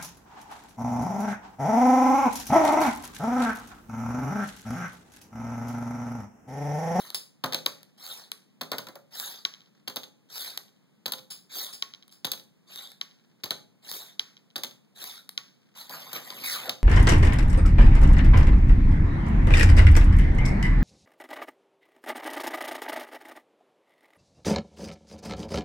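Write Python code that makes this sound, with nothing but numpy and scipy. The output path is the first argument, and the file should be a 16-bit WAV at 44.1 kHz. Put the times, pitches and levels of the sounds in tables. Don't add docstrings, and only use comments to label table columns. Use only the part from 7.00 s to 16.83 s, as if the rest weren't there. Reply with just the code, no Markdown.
import sys
import numpy as np
from scipy import signal
from scipy.fft import rfft, irfft
from scipy.io import wavfile
from scipy.ndimage import uniform_filter1d

SR = 44100
rng = np.random.default_rng(int(sys.argv[2]) if len(sys.argv) > 2 else 0)


def transcribe(u):
    v = np.clip(np.atleast_2d(u).T, -1, 1)
    q = np.round(v * 32767).astype(np.int16)
    wavfile.write(sys.argv[1], SR, q)


N = 433503
TIME = np.arange(N) / SR
AGE = TIME[:SR // 2]
BLOW = np.sqrt(SR / 1e3) * (AGE == 0)

# start_s, clack_db, thud_db, tilt_db_per_octave
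SLAPS = [(.545, -17, -32, 0), (.661, -20, -31, 2), (1.783, -22.5, -31, 2), (1.869, -36, -41, 0),
         (1.886, -38, -40, 2), (1.955, -38, -41, 5), (8.895, -32, -46, 4), (9.131, -24.5, -39, 6),
         (9.164, -32, -43, -4), (9.303, -29, -54, -4), (9.679, -37, -36, -8), (9.694, -17.5, -35, -2)]
# touch_s, clack_db, thud_db, fall_s, fall_clack_db, fall_thud_db, fall_tilt_db_per_octave,
# bounce_after_fall_s, bounce_db
LANDINGS = [(.438, -24.5, -23.5, .524, -24, -33, -3.5, .008, -22),
            (1.611, -28, -31.5, 1.717, -22, -28, 1.5, .014, -31),
            (2.876, -27.5, -40, 2.960, -24, -36, 6, .008, -23),
            (4.058, -24, -39, 4.121, -19.5, -38, 5, .014, -27),
            (5.246, -21.5, -38, 5.317, -17.5, -43, 4, .017, -29),
            (6.436, -25.5, -44, 6.507, -18.5, -36, -1, .010, -35),
            (7.558, -25, -36.5, 7.635, -20, -41, 1.5, .011, -28)]
# knock_s, knock_db, edge_tick_db, first_bounce_s, bounce_db
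KNOCKS = [(.662, -15.5, -22, .831, -57.5), (1.317, -27, -27, 1.42, -62), (2.45, -15, -41, 2.537, -38.5),
          (3.575, -27, -24.5, 3.68, -54.5), (4.823, -18, -35, 4.936, -35.5), (6.012, -21, -41, 6.11, -53),
          (7.194, -17, -37.5, 7.367, -45), (8.376, -18.5, -40, 8.48, -57)]
# start_s, level_db
STRAY_TICKS = [(0.103, -32), (.146, -23), (.831, -43), (5.08, -48), (5.125, -47), (5.918, -42),
               (8.292, -31), (9.693, -35)]
# start_s, level_db, rise_s
SHIVERS = [(0.145, -33, 0.00046), (4.302, -35.5, 0.0086), (4.726, -38, 0.01), (5.11, -49, .02)]
# up_to_speed_s, length_s, scrape_db, stack_tick_db (None: no disc)
SWEEPS = [(-.05, 0.37, -42, None), (1.065, 0.37, -41, -35.5), (2.199, 0.38, -38.5, -23.5),
          (3.38, 0.37, -38.5, -31.5), (4.586, 0.31, -37.5, -32), (5.759, 0.34, -43.5, -33),
          (6.915, 0.36, -39.5, -26), (8.041, .33, -40.5, -30.5), (8.845, 0.16, -41.5, None),
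          (9.5, 0.3, -36, None)]
# time_s, level_db
DRAG_PRESSURE = [(8.75, -56), (8.885, -62), (8.912, -39.5), (9.115, -49), (9.16, -36), (9.212, -48),
                 (9.4, -43.5), (9.6, -46.5), (9.68, -41)]
# time_s, resonance_hz, level_db
AIR_WEDGE = [(9.429, 2400, -45), (9.479, 2170, -36.5), (9.52, 1880, -46), (9.561, 1320, -40),
             (9.62, 1000, -51), (9.691, 660, -41.5), (9.71, 656, -56)]
# mode_hz, level_db, t60_s
TABLE_MODES = [(123.5, -16.5, 0.25), (162.2, -6, .5), (208, -0.5, 0.23), (256.6, 3, 0.21), (362, -23, 0.22),
               (517.6, 3.5, 0.3), (567, 7.5, 0.091), (652, 2, 0.078), (710, -5.5, 0.1886), (837, -8, 0.54),
               (1023, 3, 0.19), (1200, -5.5, 0.28), (1305, -10.5, .2), (1593, -38.5, 0.24),
               (2080, -6.5, 0.18)]
# mode_hz, level_db, t60_s
STOP_MODES = [(435.5, -41, 0.21), (1117, -29.5, 0.18), (1430, -29.5, 0.046)]
# mode_hz, level_db, t60_s
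STEEL_MODES = [(2160, -52, 0.14), (3720, -66, .08), (4450, -70, 0.14), (6400, -56, 0.38), (9140, -50, 0.22),
               (12600, -58.5, .2), (12600, -59, 0.093), (12560, -59.5, 0.071)]
# freq_hz, density_db_per_hz
CLACK_SPECTRUM = [(100, -14.5), (700, -18), (1600, -14), (2200, -10.5), (3900, 2), (4800, -3),
                  (6000, -11.5), (7500, -15.5), (10000, -17), (12500, -10.5), (15500, -11.5)]
# freq_hz, density_db_per_hz
THUD_SPECTRUM = [(30, -29.5), (75, -13.5), (118, -9.5), (240, -3), (680, -1.5), (1400, -2.5), (2500, -13.5),
                 (6000, -43.5)]
# freq_hz, density_db_per_hz
WOOD_SPECTRUM = [(100, -55.5), (700, -29), (1500, -18), (2400, -8), (3100, 2), (3900, 3.5), (4500, -9),
                 (5500, -5), (6500, -17.5), (8300, -31.5), (10000, -33.5), (12000, -35), (15500, -30.5)]
# freq_hz, density_db_per_hz
BOARD_SPECTRUM = [(150, -9), (700, -8.5), (1500, -1.5), (2800, -0.5), (4000, 2), (5600, -0.5), (6600, -5),
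                  (8000, -19), (10000, -16), (15500, -16)]
# freq_hz, density_db_per_hz
SCRAPE_SPECTRUM = [(60, -29), (200, -18.5), (700, -10.5), (1700, -9), (2700, -11.5), (3850, 2), (4600, -4),
                   (5600, -7), (7700, -11.5), (10000, -9), (13000, -5.5), (15500, -9)]
# freq_hz, density_db_per_hz
RUB_SPECTRUM = [(40, -49), (80, -27), (130, -3), (250, -3), (1500, 1.5), (4000, 0), (5500, -5.5),
                (8000, -11), (11000, -8), (13000, 0.5), (15500, -14)]
# freq_hz, density_db_per_hz
SHIVER_SPECTRUM = [(200, -20.5), (2200, -20), (3500, -9.5), (4700, -7), (5250, 1.5), (5700, -37),
                   (6200, -14.5), (7300, -12.5), (9400, -18), (10400, -7), (13300, -24.5), (15000, -14)]
# freq_hz, density_db_per_hz
HUSH_SPECTRUM = [(25, -12.5), (70, -11.5), (125, -1), (195, 7.5), (310, -3), (600, -12), (1500, -19),
                 (4000, -21), (7000, -28.5), (15000, -33)]
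# freq_hz, t60_s
ROOM_DECAY = [(100, 0.94), (250, .55), (1000, 0.3), (4000, 0.3), (8000, 0.33), (16000, 0.23)]

EDGE_HZ = 15850
TOUCH_TILT_DB_PER_OCTAVE = -5.5
WHIP_S, WHIP_DB, WHIP_THUD_DB, WHIP_TILT_DB_PER_OCTAVE = .004, 1.5, -3, 2
REBOUND_S, REBOUND_DB, REBOUND_THUD_DB, REBOUND_TILT_DB_PER_OCTAVE = .022, -7, -15, 2
BOUNCE_THUD_DB, BOUNCE_TILT_DB_PER_OCTAVE = -2, -1.5
SETTLE_S, SETTLE_DB, SETTLE_THUD_DB = (.03, 0.083), -14, -19
BOUNCE_GAP_RATIO, BOUNCE_LOSS_DB = .78, -9.5
RIM_S, RIM_DB = (0.0031, .012), -4.5
RUN_UP_S = 0.094
SWEEP_SKEW, SWEEP_SHARPNESS = 0.61, 1.77
SLAB_WIDE_DB, SLAB_WIDE_HZ = -10, 900


def amp(db):
    return 10 ** (np.asarray(db) / 20)


def evened(x):
    return x / np.sqrt(np.mean(x ** 2) + 1e-20)


def read(points, hz):
    f, value = np.transpose(points)
    return np.interp(np.log(hz + 1), np.log(f + 1), value)


def add(mix, s, sound):
    part = mix[round(s * SR):][:len(sound)]
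    part += sound[:len(part)]


def noise():
    return rng.standard_normal(len(AGE))


def lowpass(x, order, cutoff_hz):
    return signal.sosfilt(signal.butter(order, cutoff_hz, fs=SR, output="sos"), x)


def pulse(spectrum, spread_s=0, tilt_db=0, size=4096):
    hz = abs(np.fft.fftfreq(size, 1 / SR))
    log_gain = np.log(amp(read(spectrum, hz) + tilt_db * np.log2(1 + hz / 1e3)))
    minimum_phase = np.exp(np.conj(signal.hilbert(log_gain)))[:size // 2 + 1]
    hz = hz[:size // 2 + 1]
    turns = spread_s * (2 * np.sqrt(1e3 * hz) - hz / 4)
    click = irfft(minimum_phase * np.exp(-2j * np.pi * turns))[:size // 2]
    return click / np.linalg.norm(click)


def colour(x, click):
    return signal.oaconvolve(x, click)[:len(x)]


def grains(count, spread_db):
    size_db = spread_db * np.minimum(rng.exponential(1, count), 6)
    return evened(rng.standard_normal(count) * amp(size_db))


def ring(modes, t, scatter_db, detune=0):
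    out = 0
    for hz, db, t60 in modes:
        decay = amp(db + scatter_db * rng.standard_normal() - 60 * t / t60)
        mode_hz = hz * (1 + detune * rng.standard_normal())
        out = out + decay * np.sin(2 * np.pi * (mode_hz * t + rng.random()))
    return out


def resonate(x, hz, width):
    turn = np.exp(2j * np.pi * np.cumsum(hz * np.ones(len(x))) / SR)
    r = np.exp(-np.pi * width / SR)
    return evened((turn * signal.lfilter([1], np.poly([r, r]), x / turn)).real)


def stroke(rows):
    s, db = np.transpose(rows)
    return amp(np.interp(TIME, s, db, left=-200, right=-200))


def flutter(depth_db, rate_hz):
    return amp(depth_db * evened(lowpass(rng.standard_normal(N), 2, rate_hz)))


def patchy(x, depth_db, size=512):
    z = signal.stft(x, SR, nperseg=size)[2]
    field = uniform_filter1d(rng.standard_normal(z.shape), size=6, axis=0)
    field = evened(uniform_filter1d(field, size=5, axis=1))
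    return evened(signal.istft(z * amp(depth_db * field), SR, nperseg=size)[1][:len(x)])


def hush():
    return amp(-68.5) * colour(rng.standard_normal(N), pulse(HUSH_SPECTRUM))


def room(x):
    taps = rng.choice([-1., 1.], SR) * (rng.random(SR) < 3000 / SR) * (TIME[:SR] > .008)
    hz, t, z = signal.stft(taps, SR, nperseg=256)
    decay = amp(-60 * t / read(ROOM_DECAY, hz)[:, None])
    tail = signal.istft(z * decay, SR, nperseg=256)[1]
    return colour(x, tail / np.linalg.norm(tail))


def shivers():
    out = np.zeros(N)
    for s, db, rise in SHIVERS:
        decay = amp(0 - 60 * AGE / 0.26) + amp(4.5 - 60 * AGE / 0.054)
        swell = (1 - np.exp(-AGE / rise)) * decay
        add(out, s, amp(db) * colour(noise() * swell, pulse(SHIVER_SPECTRUM)))
    return out


def light_contacts():
    at_stack = [(s, db) for s, _, _, db in SWEEPS if db is not None]
    edges = [(s, db) for s, _, db, _, _ in KNOCKS]
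    return at_stack + edges + STRAY_TICKS


def ticks():
    out, click = np.zeros(N), pulse(SCRAPE_SPECTRUM, spread_s=0.001417)
    for s, db in light_contacts():
        chatter = grains(len(AGE), 4.1) * amp(-5.0 - 60 * AGE / 0.013)
        add(out, s, amp(db) * colour(BLOW + chatter, click))
    return out


def sweep(start, length, db):
    part = np.clip((TIME - start) / length, 0, 1)
    return amp(db) * abs(np.sin(np.pi * part ** SWEEP_SKEW)) ** SWEEP_SHARPNESS


def air_wedge(air):
    s, hz, db = np.transpose(AIR_WEDGE)
    hz = np.interp(TIME, s, hz) * flutter(depth_db=0.2, rate_hz=51)
    octave = amp(-2.5) * resonate(air, 2 * hz, width=620)
    return stroke(np.c_[s, db]) * (resonate(air, hz, width=380) + octave)


def sliding():
    speed = sum(sweep(s - RUN_UP_S, length, db) for s, length, db, _ in SWEEPS)
    pressure = stroke(DRAG_PRESSURE)
    snags = amp(-16.5) * evened(grains(N, 2.5) * (rng.random(N) < 220 / SR))
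    grit = patchy(colour(grains(N, 1.8) + snags, pulse(SCRAPE_SPECTRUM)), depth_db=4.5)
    fizz = signal.sosfilt(signal.butter(1, 7000, "high", fs=SR, output="sos"), grit)
    fizz_gain = np.minimum(speed / amp(-40.0), 1.5) ** 1.73 - 1
    scrape = speed * (grit + fizz * fizz_gain)
    rub = patchy(colour(grains(N, 1.4) + snags, pulse(RUB_SPECTRUM)), depth_db=5.0)
    rub = amp(-0.25) * pressure * rub
    body = evened(colour(rng.standard_normal(N), ring(TABLE_MODES, AGE, scatter_db=2)))
    body = amp(-13.0) * pressure * body
    wedge = air_wedge(grains(N, 2.8) + snags)
    return (scrape + rub + body + wedge) * flutter(depth_db=1.55, rate_hz=98)


def disc_contacts(count=3):
    rows = []
    for knock, db, _, s, bounce_db in KNOCKS:
        rows.append((knock, db))
        gap = s - knock
        for k in range(count):
            level = bounce_db + k * BOUNCE_LOSS_DB
            rows += [(s, level), (s + rng.uniform(*RIM_S), level + RIM_DB)]
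            gap = gap * BOUNCE_GAP_RATIO
            s = s + gap
    return rows


def knocks():
    out, wood = np.zeros(N), pulse(WOOD_SPECTRUM, spread_s=.003)
    diffuse = pulse(BOARD_SPECTRUM)
    dull = pulse(BOARD_SPECTRUM, tilt_db=-4.0)
    for s, db in disc_contacts():
        crack = amp(db) * colour(BLOW + noise() * amp(-16.0 - 60 * AGE / .016), wood)
        decay = amp(-25 - 60 * AGE / 0.067) + amp(-30 - 60 * AGE / 0.46)
        board = amp(db) * colour(noise() * decay, diffuse)
        stop = amp(db - 1.5) * ring(STOP_MODES, AGE, scatter_db=3.5, detune=0.011)
        add(out, s, amp(-5) * crack)
        add(out, s + 0.001128, -crack + board + stop)
        if db > -26:
            for delay, weight in rng.random(size=(16, 2)):
                tap = colour(noise() * amp(-60 * AGE / 0.055), dull)
                add(out, s + 0.1 + 0.57 * delay, amp(-69.0 + 4.6 * weight ** 2) * tap)
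    return out


def blade_contacts():
    rows = list(SLAPS)
    for touch, db, thud_db, fall, fall_db, fall_thud_db, tilt_db, bounce, bounce_db in LANDINGS:
        rows += [(touch, db, thud_db, TOUCH_TILT_DB_PER_OCTAVE),
                 (touch + WHIP_S, db + WHIP_DB, thud_db + WHIP_THUD_DB, WHIP_TILT_DB_PER_OCTAVE),
                 (touch + REBOUND_S, db + REBOUND_DB, db + REBOUND_THUD_DB, REBOUND_TILT_DB_PER_OCTAVE),
                 (fall, fall_db, fall_thud_db, tilt_db),
                 (fall + bounce, bounce_db, fall_thud_db + BOUNCE_THUD_DB, BOUNCE_TILT_DB_PER_OCTAVE)]
        for wait in rng.uniform(*SETTLE_S, size=2):
            rows.append((fall + wait, bounce_db + SETTLE_DB, fall_thud_db + SETTLE_THUD_DB,
                         BOUNCE_TILT_DB_PER_OCTAVE))
    return rows


def slaps():
    out, thud_click = np.zeros(N), pulse(THUD_SPECTRUM)
    for s, db, thud_db, tilt_db in blade_contacts():
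        buzz = amp(-2.0 - 60 * AGE / 0.021) + amp(-22.5 - 60 * AGE / 0.22)
        chatter = grains(len(AGE), 1.6) * buzz * (1 - np.exp(-AGE / 0.00024))
        clack_click = pulse(CLACK_SPECTRUM, spread_s=0.001602, tilt_db=tilt_db)
        clack = colour(amp(-3.0) * BLOW + chatter, clack_click)
        sing = resonate(noise(), hz=6400, width=370) * amp(-28.5 - 60 * AGE / 0.19)
        thud_decay = amp(-1 - 60 * AGE / 0.055) + amp(-16 - 60 * AGE / 0.18)
        thud = colour(noise() * thud_decay, thud_click)
        body = amp(-22) * ring(TABLE_MODES, AGE, scatter_db=4, detune=.004)
        onset = 1 - np.exp(-AGE / 0.0022)
        add(out, s, amp(db) * (clack + sing) + amp(thud_db) * (thud + body) * onset)
    return out


def stereo(front, side):
    hz = np.fft.rfftfreq(N, 1 / SR)
    lag = 2 * np.pi * hz * 16 / SR
    front, side = rfft(front), rfft(side)
    left = front + side * np.exp(-1j * lag)
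    right = front * np.exp(1j * np.minimum(np.pi - lag, .4)) - side
    return irfft(np.array([left, right]), N)


def scene():
    blade, disc, slide = slaps() + ticks() + shivers(), knocks(), sliding()
    blade = blade + colour(blade + slide, ring(STEEL_MODES, AGE, scatter_db=-2.5))
    send = amp(-14.0) * blade + amp(-25.5) * disc + amp(-11.0) * slide
    leftward = 0.085 * blade - 0.17 * disc + 0.072 * slide
    gradient = (np.roll(leftward, -6) - np.roll(leftward, 6)) / 2
    front = blade + disc + slide + room(send) + hush()
    slab = lowpass(room(blade + slide), 2, SLAB_WIDE_HZ)
    side = gradient + amp(SLAB_WIDE_DB) * slab + amp(-2.5) * room(send) + amp(2.5) * hush()
    return stereo(front, side)


def record(dry):
    bass_cut = signal.butter(8, 114, "high", fs=SR, output="sos")
    cut = signal.sosfilt(bass_cut, dry) + amp(-20.5) * dry
    band_limit = signal.firwin(255, EDGE_HZ, window=("kaiser", 8), fs=SR)
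    return signal.oaconvolve(cut, band_limit[None], "same")


dry = scene()
out = record(dry)
transcribe(out)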